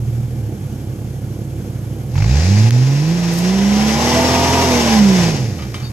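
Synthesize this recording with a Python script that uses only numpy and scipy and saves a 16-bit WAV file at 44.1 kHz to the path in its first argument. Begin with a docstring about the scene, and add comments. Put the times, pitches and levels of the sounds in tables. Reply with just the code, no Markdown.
"""Six-cylinder up a wet rock slab

A four-wheel-drive idles lumpily in woodland, then revs up a wet rock slab and lets off. The exhaust is
summed from sines on the firing rate, uneven filtered pulses, and a rasp of noise puffs and engine orders.
Shaped noise makes the throttle hiss, the fan and tyre roar, a snapping stone and sprays of wet grit.
At the top the chassis clanks three times, then debris rustles faintly, all from decaying modes and crash
noise, and a brake squeaks as swelling sines.
"""
import sys
import numpy as np
from scipy import signal
from scipy.fft import rfft, irfft, next_fast_len
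from scipy.io import wavfile
from scipy.ndimage import uniform_filter1d, map_coordinates

SR = 44100
rng = np.random.default_rng(int(sys.argv[2]) if len(sys.argv) > 2 else 0)


def wrap_up_sound(samples):
    """Save the sound to the file named by the first command line argument, as 16-bit audio."""
    columns = np.atleast_2d(samples).T
    # keep every value between -1 and 1, then stretch to whole-number steps
    tamed = np.clip(columns, -1, 1)
    steps = np.round(tamed * 32767).astype(np.int16)
    wavfile.write(sys.argv[1], SR, steps)


N = 261099
T = np.arange(N) / SR  # s

# boom: firing rates between which its mix of multiples shifts; random level waver per multiple
IDLE_HZ, REVVING_HZ, WAVER_DB = 37.8, 72, .6
# crank throb: level and its growth with speed, relative to the reference firing rate
TOP_HZ, THROB_DB, THROB_DB_PER_OCTAVE = 255, -24, 23.5
# rasp: from soft to hard firing rate it turns from puffs into pitched orders and grows louder
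SOFT_HZ, HARD_HZ = 139, 255
SOFT_SHARE, HARD_SHARE = 0.054, 0.58  # pitched share of the power, before slowing reduces it
SOFT_RASP_DB, HARD_RASP_DB = 1, 3.5  # relative to the load level
BREAKUP_HZ_PER_S = 574  # slowing at this rate halves the pitched share
# rush: gain relative to the load level, and how fast it and the rasp fade after the last load point
RUSH_DB, RUSH_FADE_DB_PER_S = 3, 25
# finest tyre fizz within the rush: level at TOP_HZ, growth with speed, random flutter
FIZZ_DB, FIZZ_DB_PER_OCTAVE, FIZZ_FLUTTER_DB = -14.5, 4, 0.1
POP_T60_S = .036
# the stone's snap: time and peak level; rush and rasp dip briefly around it, the boom by a share in dB
SNAP_S, SNAP_DB = 2.7078, -4.5
DIP_DB, DIP_WIDTH_S, BOOM_DIP_SHARE = -16, 0.011, 0.49
GRIT_RISE_S, GRIT_T60_S = 0.021, 0.21
HISS_DB, CHURN_DB = -46, -40  # centre levels of the background
EDGE_HZ = 14600  # band limit of the microphones


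def amp(db):
    """Decibels to gain."""
    return 10 ** (np.asarray(db) / 20)


def unit(x):
    """Scales to rms 1."""
    return x / np.sqrt(np.mean(x ** 2) + 1e-20)


def between(x, low, high):
    """0 at low, 1 at high, straight in between."""
    return np.clip((x - low) / (high - low), 0, 1)


def curve(rows):
    """Every column of a time table, sample by sample."""
    s, *columns = np.transpose(rows)
    return [np.interp(T, s, column) for column in columns]


def read(points, hz):
    """A spectrum joined on a log-frequency axis."""
    point_hz, value = np.transpose(points)
    return np.interp(np.log(hz + 1), np.log(point_hz + 1), value)


def filtered(x, gain):
    """Applies a gain given as a function of frequency."""
    size = next_fast_len(N + 8192)
    hz = np.fft.rfftfreq(size, 1 / SR)
    return irfft(rfft(x, size) * gain(hz), size)[..., :N]


def colour(x, spectrum):
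    """Filters by a spectrum, falling steeply below its first point."""
    lowest_hz = spectrum[0][0]
    return filtered(x, lambda hz: amp(read(spectrum, hz)) * np.minimum(hz / lowest_hz, 1) ** 4)


def wander(rate_hz):
    """Slow random drift of rms 1: smoothly joined random knots, two per period of the rate."""
    knots = rng.standard_normal(2048)
    drift = map_coordinates(knots, [T[::32] * rate_hz * 2], order=3)
    return unit(drift).repeat(32)[:N]


def pair(x):
    """Two unrelated signals become a microphone pair whose likeness varies with frequency."""
    # left-right likeness, clipped to -1..1 in use: frequency_hz, correlation
    likeness = [(60,2.2),(400,0.84),(700,1.08),(1400,-0.1),(3000,1.13),(6500,-0.77),(14000,0)]
    common = filtered(x[0], lambda hz: np.sqrt(1 + np.clip(read(likeness, hz), -1, 1)))
    apart = filtered(x[1], lambda hz: np.sqrt(1 - np.clip(read(likeness, hz), -1, 1)))
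    return np.array([common + apart, common - apart])


def noise(spectrum, grain_db=0):
    """Stereo turbulence of rms 1; grain scales 16-sample specks unequally, for a crackle."""
    specks = np.minimum(rng.exponential(1, N // 16 + 1), 6)
    sizes = amp(grain_db * specks).repeat(16)[:N]
    return unit(colour(pair(rng.standard_normal((2, N)) * sizes), spectrum))


def dying(s, t60):
    """Envelope of a blow at time s: sudden onset, then exponential decay."""
    return (T >= s) * amp(-60 * np.maximum(T - s, 0) / t60)


def woods(x, t60, wet_db):
    """Rock face and trunks scatter a short tail of sparse echoes, different at each ear."""
    t = np.arange(SR // 2) / SR
    taps = rng.standard_normal((2, len(t)))
    taps *= (rng.random((2, len(t))) < .05) * (t > .006) * amp(-60 * t / t60)
    taps /= np.linalg.norm(taps, axis=1, keepdims=True)
    tail = signal.fftconvolve(np.atleast_2d(x), taps, axes=1)[:, :N]
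    return x + amp(wet_db) * pair(tail) / np.sqrt(2)


def boom(firings, firing_hz, push_db):
    """Clean exhaust note: multiples of the firing rate sweep the pipe's resonances, over the crank's throb."""
    # how strongly the exhaust carries a clean note: frequency_hz, gain_db
    carry = [(35,-21.5),(48,-23),(64,-12),(85,-15),(112,-8.5),(125,-9),(145,-14),(172,-15.5),(207,-11.5),(229,-20.5),(249,-19),(260,-25),(345,-24.5),(390,-19.5),(430,-35),(490,-18.5),(540,-37)]
    # first to third multiple of the firing rate; pulses round off with speed: idle_db, revving_db
    multiples = [(-7,0.5),(-4.5,-5.5),(-1.5,-17.5)]
    revving = between(firing_hz, IDLE_HZ, REVVING_HZ)
    lines = np.zeros(N)
    for k, (idle_db, revving_db) in enumerate(multiples, 1):
        balance_db = idle_db + (revving_db - idle_db) * revving
        db = read(carry, k * firing_hz) + balance_db + WAVER_DB * k * wander(9)
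        lines += amp(db + push_db) * np.sin(2 * np.pi * k * firings)
    turns = firings / 3  # three firings per crank turn
    throb_db = THROB_DB + THROB_DB_PER_OCTAVE * np.log2(firing_hz / TOP_HZ)
    throb = amp(throb_db) * np.sin(2 * np.pi * turns)
    return np.sqrt(2) * (lines + throb)


def burble(firings):
    """Cylinders fire unequally; the surplus of each, and its puff of turbulence, ring the pipe."""
    # exhaust pipe spectrum: frequency_hz, level_db
    pipe = [(45,-22),(66,-14),(88,-6),(112,-9),(138,3.5),(165,-10.5),(212,-8),(255,-18),(330,-13.5),(420,-21),(500,-18),(600,-26.5),(780,-27.5),(1300,-56.5)]
    # level of the uneven firing: time_s, level_db
    unevenness = [(0,-24.5),(.6,-25.5),(2.6,-25.5),(3,-29.5),(4.2,-24.5),(4.8,-27),(5.3,-19.5),(5.75,-29.5)]
    cylinders = np.array([0.85, -0.98, 1.0, 0.43, -1.02, -0.5])
    at = np.flatnonzero(np.diff(np.floor(firings)))
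    chance = .2 * rng.standard_normal(2048)[:len(at)]
    pulses = np.zeros(N)
    pulses[at] = cylinders[np.arange(len(at)) % len(cylinders)] + chance
    pulses /= np.sqrt(np.gradient(firings))  # same power at any speed
    pulses = filtered(pulses, lambda hz: 1 / (1 + (hz / 600) ** 4))  # the silencer rounds each edge
    puffs = pair(rng.standard_normal((2, N))) * (1 + np.exp(-(firings % 1) / 0.44))
    echoed = woods(pulses, t60=.16, wet_db=4)
    gas = unit(colour(echoed, pipe)) + amp(-1) * unit(colour(puffs, pipe))
    gas /= np.sqrt(uniform_filter1d((gas ** 2).mean(0), size=6000))  # evens the power over 0.14 s
    return amp(curve(unevenness)[0]) * gas


def pops():
    """The first hard firings crack in the pipe as the throttle snaps open: short noise bursts."""
    # exhaust cracks: time_s, level_db
    cracks = [(2.155,-26),(2.179,-22.5),(2.203,-26),(2.222,-21.5),(2.242,-24.5)]
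    # spectrum of a crack: frequency_hz, level_db
    crack_spectrum = [(300,-10),(850,5),(1400,-3),(2300,1.5),(3300,-10),(7000,-21),(12000,-36)]
    return noise(crack_spectrum) * sum(amp(db) * dying(s, POP_T60_S) for s, db in cracks)


def ringing(hz):
    """Gain of the tailpipe's resonances."""
    # resonances that the passing orders light up: centre_hz, width_hz, peak_db
    rings = [(503,140,-2),(663,21,4),(803,21,6.5),(950,19.8,6.5)]
    return amp(sum(db / (1 + (2 * (hz - centre) / width) ** 2) for centre, width, db in rings))


def rasp(firings, firing_hz):
    """Gas tearing from the tailpipe: puffs of noise, hardening into engine orders as speed climbs."""
    # engine orders: multiple of the engine cycle of six firings, level_db
    strong = [(3, -7.5), (4, -6), (5, -4), (7, -12), (8, -9), (9, -4), (10, -6.5), (11, -16), (14, -16),
              (16, -1), (19, -15.5), (20, -7.5), (21, -9), (22, -1.5), (23, -25), (24, -24.5), (25, -14),
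              (26, -24), (28, -11.5), (30, -55), (32, -31)]
    # tailpipe blast spectrum: frequency_hz, level_db
    blast = [(150,-1),(300,4),(480,5),(570,1),(680,-0.5),(850,3.5),(1080,-34),(1350,-24),(2200,-38)]
    cycles = firings / 6 + 0.0011 * wander(25)  # the crank shudders, fraying the high orders most

    def order(k, db):
        """One multiple of the engine cycle; the low ones are the steadiest in level."""
        flutter_db = min(1 + k / 8, 2.3) * wander(12)
        phase = 2 * np.pi * (round(k) * cycles + rng.random()) + 0.46 * wander(22)
        return amp(db + flutter_db) * np.cos(phase)

    weak = [(k, -12) for k in range(13, 30) if k not in np.round(strong)[:, 0]]
    orders = filtered(sum(order(k, db) for k, db in list(strong) + weak), ringing)
    puffs = unit(noise(blast) * (1 + .5 * np.cos(2 * np.pi * firings)))
    hard = between(firing_hz, SOFT_HZ, HARD_HZ)
    slowing = uniform_filter1d(np.maximum(-np.gradient(firing_hz, T), 0), size=8000)
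    pitched = np.clip(SOFT_SHARE + (HARD_SHARE - SOFT_SHARE) * hard, 0, .99)
    pitched = pitched / (1 + slowing / BREAKUP_HZ_PER_S)
    level_db = SOFT_RASP_DB + (HARD_RASP_DB - SOFT_RASP_DB) * hard ** 3
    return amp(level_db) * (amp(2) * np.sqrt(pitched) * unit(orders) + np.sqrt(1 - pitched) * puffs)


def slab(x):
    """A few close reflections off the rock ripple the spectrum."""
    delays_s = rng.uniform(.003, .024, (2, 9, 1))
    return unit(filtered(x, lambda hz: 1 + .17 * np.exp(-2j * np.pi * hz * delays_s).sum(1)))


def rush(firings, firing_hz):
    """The throttle hisses in gulps at low speed; fan and spinning tyres take over as the speed climbs."""
    # throttle hiss spectrum: frequency_hz, level_db
    throttle_spectrum = [(590, -21), (1000, 3.5), (1350, -1.5), (1550, 2.5), (1910, 4.5), (2090, 3),
                         (2530, 5.5), (3100, -2), (5300, 5), (7010, -1.5), (8100, -10), (12000, -13),
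                         (14500, -34)]
    # fan and tyre roar spectrum: frequency_hz, level_db
    roar_spectrum = [(590, -31), (1000, 0.5), (1120, -6.5), (1210, -6), (1320, -8), (1940, -5.5),
                     (3060, -7), (4140, -10.5), (5600, -4.5), (7250, -14.5), (8010, -18.5), (9690, -26),
                     (12300, -23.5), (13300, -27), (14500, -48)]
    spin = np.clip((firing_hz - 95) / 110, 0, 1)
    gulp_db = 2 * np.minimum(50 / firing_hz, 1) * np.cos(2 * np.pi * firings)
    throttle = slab(noise(throttle_spectrum, grain_db=0.0)) * unit(amp(gulp_db))
    turn_db = 0.28 * np.cos(2 * np.pi * firings / 3)
    roar = slab(noise(roar_spectrum, grain_db=1.0)) * amp(turn_db)
    return (np.sqrt(1 - spin) * throttle + np.sqrt(spin) * roar) * amp(0.74 * wander(30))


def fizzed(air, firing_hz):
    """Sets the tyres' finest fizz, the rush's top band, to its own level that grows with speed."""
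    spray = filtered(air, lambda hz: np.clip((hz - 7800) / 1500, 0, 1))
    fizz_db = FIZZ_DB + FIZZ_DB_PER_OCTAVE * np.log2(firing_hz / TOP_HZ) + FIZZ_FLUTTER_DB * wander(6.2)
    return air - spray + amp(fizz_db) * unit(spray)


def stones():
    """One stone snaps under a tyre as a very short noise burst; later two crackling sprays of wet grit."""
    # spectrum of the snap: frequency_hz, level_db
    snap_spectrum = [(500,-18),(1400,-6),(3500,-4),(4500,-5),(5700,1),(7200,-13),(10000,-19),(14500,-23)]
    # sprays flung by the tyres: peak_time_s, level_db
    grit = [(3.335,-30),(3.385,-28.5)]
    crack = noise(snap_spectrum)[0] * dying(SNAP_S, t60=.006)
    snap = amp(SNAP_DB) * crack / abs(crack).max()
    spatter = noise([(3000, -12), (5700, 0), (8000, -5), (14000, -6)], grain_db=2.2)
    sprays = np.zeros(N)
    for s, db in grit:
        rise = between(T, s - GRIT_RISE_S, s)
        sprays += amp(db) * rise * amp(-60 * np.maximum(T - s, 0) / GRIT_T60_S)
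    return snap + spatter * sprays


def chassis():
    """The chassis clanks three times, then debris rustles: modes over crash noise; a brake squeaks."""
    # three clanks, then a faint longer rustle of debris:
    # time_s, level_db, crash_t60_s, brightness_db_per_octave
    blows = [(5.588,-35,.2,-3),(5.622,-33,.14,-1),(5.743,-26.5,.17,1),(5.8,-40,.6,-3)]
    # chassis modes: frequency_hz, level_db, t60_s
    modes = [(1210,-3,.14),(2010,-7,.12),(2330,-3,.12),(3020,-2,.1),(3170,-2,.11),(3670,-9,.2),(5100,-6,.06),(8450,-10,.05)]
    # crash spectrum: frequency_hz, level_db
    crash_spectrum = [(500,4),(1200,12),(3100,6),(4200,5),(6000,5),(8000,-6),(14000,-14)]
    # brake squeak tones: start_s, length_s, pitch_hz, level_db
    squeaks = [(5.815,0.104,4535,-36),(5.836,0.079,3680,-44)]
    crash, clatter = noise(crash_spectrum, grain_db=-1.0), np.zeros((2, N))
    for s, db, t60, bright_db in blows:
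        ring = np.zeros(N)
        for hz, mode_db, ring_s in modes:
            rattle = np.sin(2 * np.pi * hz * T + 1.26 * wander(60))
            ring += amp(mode_db) * dying(s, ring_s) * rattle
        blow = amp(db) * (amp(-2.5) * crash * dying(s, t60) + amp(-3) * ring)
        # tilt about 3 kHz, level below 800 Hz
        clatter += filtered(blow, lambda hz: amp(bright_db * np.log2(np.maximum(hz, 800) / 3000)))
    squeak = np.zeros(N)
    for s, length, hz, db in squeaks:
        u = np.clip((T - s) / length, 0, 1)
        swell = np.sin(np.pi * u ** (2 / 3)) ** 2  # the pad grabs quickly and lets go slowly
        squeak += amp(db) * swell * unit(np.sin(2 * np.pi * hz * T + 0.43 * wander(57)))
    return woods(clatter, t60=.25, wet_db=-7) + woods(squeak, t60=.1, wet_db=-10)


def background(firings):
    """Valve train and belts churn with each firing, under a faint hiss that swells with each crank turn."""
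    # still air spectrum: frequency_hz, level_db
    still_air = [(530, -51), (900, -6), (1160, 3.5), (1320, 1), (1400, 4), (1980, -2), (2280, 1),
                 (2690, -4), (3230, -1.5), (3850, -7.5), (6280, -2), (9000, -12), (9320, -13), (11600, -2),
                 (14500, -18)]
    # valve train and belt spectrum: frequency_hz, level_db
    bay = [(200,3),(330,5.5),(420,-12.5),(500,-7),(620,-19.5),(800,-7),(1300,-24.5)]
    hiss_db = HISS_DB + 0.85 * np.cos(2 * np.pi * firings / 3) + 0.81 * wander(3.7)
    hiss = amp(hiss_db) * slab(noise(still_air))
    churn = amp(CHURN_DB + 2 * np.cos(2 * np.pi * firings)) * noise(bay)
    return hiss + churn


def scene():
    """Engine speed drives the engine layers; pulse strength sets the boom, load opens the rasp and rush."""
    # engine speed: time_s, firing_rate_hz
    speed = [(0,38.33),(.33,39.52),(.53,34.15),(1.95,35.56),(2.11,38.82),(2.3,61.2),(2.5,97.2),(2.73,119.7),(2.98,143.3),(3.15,173.8),(3.36,168.9),(3.56,194),(3.92,217.2),(4.05,239),(4.31,252.2),(4.63,259.4),(4.94,218.5),(5.29,162.4),(5.49,107),(5.63,68.5),(5.8,42.87),(5.92,38.5)]
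    # strength of the exhaust pulses (a touch of throttle, idle, the climb, lifting off): time_s, level_db
    push = [(0,-11),(.35,-11.5),(.55,-19),(2.1,-17.5),(2.17,1.5),(2.62,-0.5),(3.05,-1),(3.8,-1.5),(4.6,1),(5,3),(5.29,1),(5.38,-12),(5.75,-16.5),(5.92,-15)]
    # load on engine and tyres, as the base level of rush and rasp: time_s, level_db
    load_points = [(2.11,-51),(2.18,-38.5),(2.37,-29.5),(2.66,-29.5),(2.76,-33),(3.02,-33.5),(3.66,-28),(4.1,-22),(4.88,-22),(5.07,-26),(5.25,-24),(5.36,-31),(5.5,-40)]
    firing_hz, push_db, load_db = curve(speed)[0], curve(push)[0], curve(load_points)[0]
    firings = np.cumsum(firing_hz) / SR  # running count
    dip_db = DIP_DB * np.exp(-((T - SNAP_S) / DIP_WIDTH_S) ** 2)
    fade_db = RUSH_FADE_DB_PER_S * np.maximum(T - load_points[-1][0], 0)
    load = (T > load_points[0][0]) * amp(load_db + dip_db - fade_db)
    air = fizzed(rush(firings, firing_hz), firing_hz)
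    driven = load * (amp(RUSH_DB) * air + rasp(firings, firing_hz))
    exhaust = boom(firings, firing_hz, push_db + BOOM_DIP_SHARE * dip_db) + burble(firings) + pops()
    return exhaust + driven + background(firings) + stones() + chassis()


def record(dry):
    """Each microphone port has its own colour and the right one hears the car first; then the band limit."""
    # level difference of the ports: frequency_hz, left_minus_right_db
    sides = [(60,-1.8),(200,-3.5),(400,-3.5),(700,-0.5),(1300,1.5),(2400,0.5),(3500,1),(4500,6.5),(5700,10.5),(7300,-2),(8800,-11),(14000,-13.5)]

    def port(sign):
        """Gain and delay of one port (left +1, right -1), the pair's power kept."""
        def response(hz):
            """Complex gain; the ports are 60 microseconds apart."""
            gain = np.sqrt(2 / (1 + amp(-sign * read(sides, hz)) ** 2))
            return gain * np.exp(-1j * np.pi * hz * sign * 6e-5)
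        return response

    dry = dry * signal.windows.tukey(N, .001)  # brief fades at both ends
    heard = np.array([filtered(dry[0], port(1)), filtered(dry[1], port(-1))])
    low_pass = signal.firwin(511, EDGE_HZ, window=("kaiser", 9), fs=SR)
    return signal.oaconvolve(heard, low_pass[None], "same")


dry = scene()
out = record(dry)
wrap_up_sound(out)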